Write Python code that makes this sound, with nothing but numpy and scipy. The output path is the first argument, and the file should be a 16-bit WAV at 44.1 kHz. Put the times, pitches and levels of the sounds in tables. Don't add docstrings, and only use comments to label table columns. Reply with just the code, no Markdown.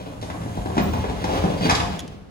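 import sys
import numpy as np
from scipy import signal
from scipy.fft import rfft, irfft, next_fast_len
from scipy.io import wavfile
from scipy.ndimage import uniform_filter1d, map_coordinates

SR = 44100
rng = np.random.default_rng(int(sys.argv[2]) if len(sys.argv) > 2 else 0)


def digitize_waveform(pressure):
    field = np.atleast_2d(pressure).T
    bounded = np.clip(field, -1, 1)
    quanta = np.round(bounded * 32767).astype(np.int16)
    wavfile.write(sys.argv[1], SR, quanta)


N = 101429

# f/Hz, level/dB, t60/s
CURTAIN_MODES = [(63.1, -3.5, 0.3), (165.7, -1, .3), (380.5, -5, 0.2), (465, -9, 0.2), (502, -3, 0.12),
                 (705, -2, 0.11), (868, -4, 0.11), (1090, -6, .1)]
# f/Hz, level/dB, t60/s
BAR_MODES = [(1610, -1, .25), (1676, 1, .27), (1734, -1, .27), (2080, -4, .35), (2265, -3, .3),
             (2352, 0, .33), (2482, -3, .3), (4060, -4, .35), (5006, -3, .35), (6250, -2, .35),
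             (6948, 0, .4), (7270, 5, .35), (9318, 0, .3), (10130, 1, .25)]


def undb(db):
    return 10 ** (np.asarray(db) / 20)


def unit(x):
    return x / np.sqrt(np.mean(x ** 2))


def colour(x, points):
    hz, db = np.array(points, float).T
    size = next_fast_len(2 * N)
    f = np.maximum(np.fft.rfftfreq(size, 1 / SR), 1)
    gain = undb(np.interp(np.log(f), np.log(hz), db))
    cepstrum = irfft(np.log(gain), size)
    cepstrum[1:size // 2] *= 2
    cepstrum[size // 2 + 1:] = 0
    return irfft(rfft(x, size) * np.exp(rfft(cepstrum)), size)[:N]


def band(x, lo_hz, hi_hz):
    edges = [lo_hz, min(hi_hz, SR / 2 - 1)]
    return signal.sosfilt(signal.butter(3, edges, "band", fs=SR, output="sos"), x)


def fade(t, t60):
    return (t >= 0) * np.exp(-np.log(1000) * np.maximum(t, 0) / t60)


def drift(per_s):
    step = int(SR / per_s)
    stairs = np.repeat(rng.standard_normal(N // step + 1), step)
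    return unit(uniform_filter1d(stairs, step)[:N])


def grains(per_s, spread_db):
    chance, size, sign = rng.random(N), rng.exponential(size=N), rng.choice([-1, 1], N)
    return (chance < per_s / SR) * sign * undb(spread_db * np.minimum(size, 4))


def still_air():
    # f/Hz, level/dB
    air_tone = [(25, -6), (70, -3), (200, -0.5), (700, -15), (2000, -26), (5000, -34), (12000, -51)]
    return np.array([unit(colour(rng.standard_normal(N), air_tone)) for _ in range(2)])


def corridor(x, echo_db):
    alike_hz, treble_hz, build_s = 265, 4000, .00025
    t = np.arange(N) / SR
    f = np.fft.rfftfreq(N, 1 / SR)
    mid, side = rfft(rng.standard_normal((2, N)))
    alike = 1 / (1 + (f / alike_hz) ** 2)
    noise = (mid * np.sqrt(1 + alike) + np.array([[1], [-1]]) * side * np.sqrt(1 - alike)) / np.sqrt(2)
    treble = f ** 2 / (f ** 2 + treble_hz ** 2)
    low_tail = irfft(noise * (1 - treble), N) * fade(t, t60=.63)
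    high_tail = irfft(noise * treble, N) * fade(t, t60=.5)
    tail = (low_tail + high_tail) * (1 - np.exp(-t / build_s))
    tail /= np.sqrt(np.sum(tail ** 2) / 2)
    return undb(echo_db) * signal.fftconvolve(x[None], tail, axes=1)[:, :N]


def keys(t):
    # t/s, level/dB, pitch/ratio
    taps = [(1.9615, -42, 1.04), (1.9925, -21, 1), (2.003, -27, 1), (2.078, -33, .9)]
    # f/Hz, level/dB, t60/s
    key_modes = [(3400, -2, .03), (5195, -15, .025), (6030, -12, .02), (6720, -8, .025), (9800, -15, .015),
                 (10750, -8, .018), (11150, -10, .015), (14800, -14, .02)]
    out = 0
    for start, db, pitch in taps:
        age = t - start
        ring = sum(undb(mode_db) * np.sin(2 * np.pi * hz * pitch * age) * fade(age, t60)
                   for hz, mode_db, t60 in key_modes)
        tick = band(rng.standard_normal(N) * fade(age, t60=.036), 1600, 7100)
        out += undb(db) * (ring + undb(2) * tick) / 2
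    return out


def edge_strips(t):
    # f/Hz, level/dB
    rasp_tone = [(800, -12), (2000, -3), (4200, 0), (7000, -7), (11000, -11), (13000, -26)]
    # f/Hz, level/dB
    hiss_tone = [(1500, 17), (4000, -9), (6900, 9.5), (9000, 3), (11500, 4), (13000, -42)]
    grab_s, stop_s = .214, 1.63
    rasp = unit(colour(grains(per_s=1700, spread_db=4), rasp_tone))
    hiss = unit(colour(rng.standard_normal(N), hiss_tone))
    sliding = np.where(t < grab_s, undb(-7), fade(np.maximum(t - stop_s, 0), t60=.39))
    return undb(-42) * fade(t - grab_s, t60=.4) * rasp + undb(-46.5) * sliding * hiss


def squeals(t):
    # start/s, length/s, f/Hz, level/dB
    drags = [(1.568, .05, 4720, -46), (1.62, .06, 4640, -33), (.809, .042, 15150, -33)]
    pitch_wobble, ramp_s, rough_db = .006, .009, 2.5
    out = 0
    for start, length, hz, db in drags:
        gate = np.clip(np.minimum(t - start, start + length - t) / ramp_s, 0, 1)
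        wobbling_hz = hz * (1 + pitch_wobble * drift(per_s=1200))
        tone = np.sin(2 * np.pi * np.cumsum(wobbling_hz) / SR)
        out += undb(db) * gate * unit(tone * undb(rough_db * drift(per_s=220)))
    return out


def flexes(t):
    # middle/s, length/s, f/Hz, level/dB
    swings = [(.46, .12, 64, -31), (.885, .17, 77, -22), (1.095, .12, 62, -22), (1.75, .15, 68, -24)]
    out = 0
    for middle, length, hz, db in swings:
        swell = np.cos(np.pi * np.clip((t - middle) / length, -.5, .5)) ** 2
        out += undb(db) * swell * np.sin(2 * np.pi * hz * (t - middle + rng.random() / hz))
    return out


def resonate(x, modes, ring_db):
    t = np.arange(SR) / SR
    ring = sum(undb(db) * 2 * np.cos(2 * np.pi * hz * t) * fade(t, t60) / np.sum(fade(t, t60))
               for hz, db, t60 in modes)
    return x + undb(ring_db) * signal.fftconvolve(x, ring)[:N]


def steel(x):
    curtain = resonate(x, CURTAIN_MODES, ring_db=-2.5)
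    return resonate(curtain, BAR_MODES, ring_db=0)


def top_stop(t):
    # t/s, level/dB, centre f/Hz, t60/s
    hits = [(1.6965, -21, 1700, .09), (1.698, -35, 9500, .09), (1.707, -36, 7300, .16),
            (1.7515, -36, 5500, .1), (1.8, -35, 2200, .1), (1.801, -23, 1050, .08), (1.815, -19, 720, .11)]
    octave_away_db = -20
    out = 0
    for start, db, centre_hz, t60 in hits:
        age = t - start
        for hz, mode_db, _ in CURTAIN_MODES + BAR_MODES:
            gain = undb(db + mode_db + octave_away_db * np.log2(hz / centre_hz) ** 2)
            out += gain * rng.choice([-1, 1]) * np.sin(2 * np.pi * hz * age) * fade(age, t60)
    return out


def knocks(t):
    # t/s, thud/dB, clank/dB, clash/dB, sizzle/dB
    blows = [(.226, -37, -29, -35, -37), (.3, -35, -33, -28, -42), (.415, -38, -39, -35, -47),
             (.46, -28, -29, -46, -53), (.573, -31, -26, -42, -50), (.659, -31, -23, -35, -42),
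             (.7, -31, -27, -41, -50), (.752, -36, -33, -37, -40), (.768, -19, -24, -30, -38),
             (.779, -20, -21, -17, -31), (.799, -20, -27, -31, -47), (.934, -30, -23, -25, -36),
             (.957, -27, -24, -42, -50), (1.041, -29, -19, -29, -48), (1.098, -21, -27, -34, -40),
             (1.241, -25, -21, -27, -29), (1.291, -29, -20, -33, -38), (1.333, -34, -26, -35, -36),
             (1.439, -14, -17, -33, -44), (1.476, -33, -24, -37, -48), (1.538, -22, -25, -39, -48),
             (1.609, -18, -25, -36, -39), (1.658, -36, -23, -22, -35), (1.69, -36, -28, -22, -38),
             (1.696, -35, -24, -12, -19), (1.708, -38, -25, -21, -23), (1.751, -32, -31, -27, -19),
             (1.8, -30, -22, -19, -31), (1.923, -35, -36, -39, -45), (2.035, -29, -38, -52, -60)]
    edges = [70, 280, 950, 2800, 15500]
    fade_times = [.17, .14, .09, .11]
    band_db = [-3.5, -4, -4.5, -3]
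    # f/Hz, level/dB
    sheet_tone = [(70, -9), (160, 5.5), (260, -3), (500, -1), (750, -1.5), (1100, -7), (1400, -12),
                  (1680, -12.5), (1950, -15.5), (2300, -17), (2800, -19), (3400, -17), (4100, -16.5),
                  (4450, -24), (5050, -16), (5500, -20.5), (7300, -26.5), (8600, -35.5), (10800, -33.5),
                  (13000, -44)]
    crack_db, crack_t60 = -3, .005 * np.log(1000)
    wash = colour(rng.standard_normal(N), sheet_tone)
    out = 0
    for k, t60 in enumerate(fade_times):
        lo_hz, hi_hz = edges[k:k + 2]
        bursts = sum(undb(levels[k]) * (fade(t - at, t60) + undb(crack_db) * fade(t - at, crack_t60))
                     for at, *levels in blows)
        noise = band(wash, lo_hz, hi_hz)
        steady_noise = noise / np.sqrt(uniform_filter1d(noise ** 2, size=700))
        out += undb(band_db[k]) * band(steady_noise * bursts, lo_hz / 2, hi_hz * 2)
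    return steel(out)


def bend(x):
    speed = 1 + .07 * drift(per_s=14)
    return map_coordinates(x, [np.cumsum(speed)], mode="mirror")


def rolling(t):
    # t/s, boom/dB, rattle/dB, scrape/dB
    travel = [(0, -39, -34, -42), (.2, -35.5, -42, -52), (.33, -37, -34.5, -46.5), (.55, -31.5, -39.5, -42),
              (.72, -31.5, -31, -39.5), (.87, -26, -37, -38.5), (1, -31.5, -32.5, -37.5),
              (1.1, -41, -51, -36), (1.16, -39, -32.5, -41), (1.218, -29, -28.5, -33.5),
              (1.362, -30.5, -22, -29), (1.48, -31, -27.5, -34.5), (1.58, -31.5, -31.5, -36),
              (1.67, -24.5, -18, -19), (1.76, -27, -59, -63), (1.84, -29.5, -40, -53),
              (1.93, -32.5, -33, -31.5), (2.03, -46, -47, -49), (2.13, -44, -49, -48.5),
              (2.3, -53, -58, -88)]
    # f/Hz, level/dB
    boom_tone = [(20, -35), (33, -16), (40, -8), (50, 2), (66, 2), (80, 4.5), (100, 3), (125, -1),
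                 (162, -3), (200, -3), (260, -14.5), (420, -42.5)]
    rattle_tone = [(120, -24.5), (230, -2.5), (300, 7), (400, 1), (520, 4), (720, 1.5), (900, -5.5),
                   (1250, -5), (2200, -36.5)]
    scrape_tone = [(500, 4), (1000, 2), (1400, 13.5), (2300, 13.5), (3100, 15), (4900, 6.5), (5600, 7),
                   (7000, -1), (9000, -4.5), (11500, -7.5), (13000, -21), (15500, 1)]
    times, *levels = np.array(travel).T
    boom_gain, rattle_gain, scrape_gain = (undb(np.interp(t, times, db)) for db in levels)
    boom = bend(steel(colour(grains(per_s=900, spread_db=2.3), boom_tone)))
    rattle = bend(steel(colour(grains(per_s=400, spread_db=2), rattle_tone)))
    scrape = steel(colour(grains(per_s=7000, spread_db=0), scrape_tone))
    clatter = undb(-1) * unit(rattle) * rattle_gain + undb(-4) * unit(scrape) * scrape_gain
    judder = undb(2 * drift(per_s=54.02))
    return undb(1) * unit(boom) * boom_gain + judder * clatter


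def scene():
    # f/Hz, level/dB
    balance = [(60, 1), (200, -2), (380, 1), (700, 5), (1290, -0.5), (2380, -2), (4400, 2.5), (8100, -3.5),
               (15000, 1.5)]
    right_delay_s = .0004463
    t = np.arange(N) / SR
    door = rolling(t) + flexes(t) + edge_strips(t) + knocks(t) + top_stop(t) + squeals(t)
    clinks = keys(t)
    delay = np.exp(-2j * np.pi * np.fft.rfftfreq(2 * N, 1 / SR) * right_delay_s)
    late_door = irfft(rfft(door, 2 * N) * delay)[:N]
    left, right = np.array([door, late_door]) + corridor(door, echo_db=-.5)
    left = colour(left, [(hz, db / 2) for hz, db in balance])
    right = colour(right, [(hz, -db / 2) for hz, db in balance])
    air = undb(-45) * still_air()
    return undb(-3.5) * np.array([left, right]) + clinks + corridor(clinks, echo_db=-17) + air


def record(dry):
    # f/Hz, level/dB
    treble_rolloff = [(1000, 0), (12000, 0), (12900, -7), (16000, -7)]
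    top_hz = 15900
    dulled = np.array([colour(x, treble_rolloff) for x in dry])
    return signal.sosfilt(signal.ellip(8, .2, 70, top_hz, fs=SR, output="sos"), dulled)


dry = scene()
out = record(dry)
digitize_waveform(out)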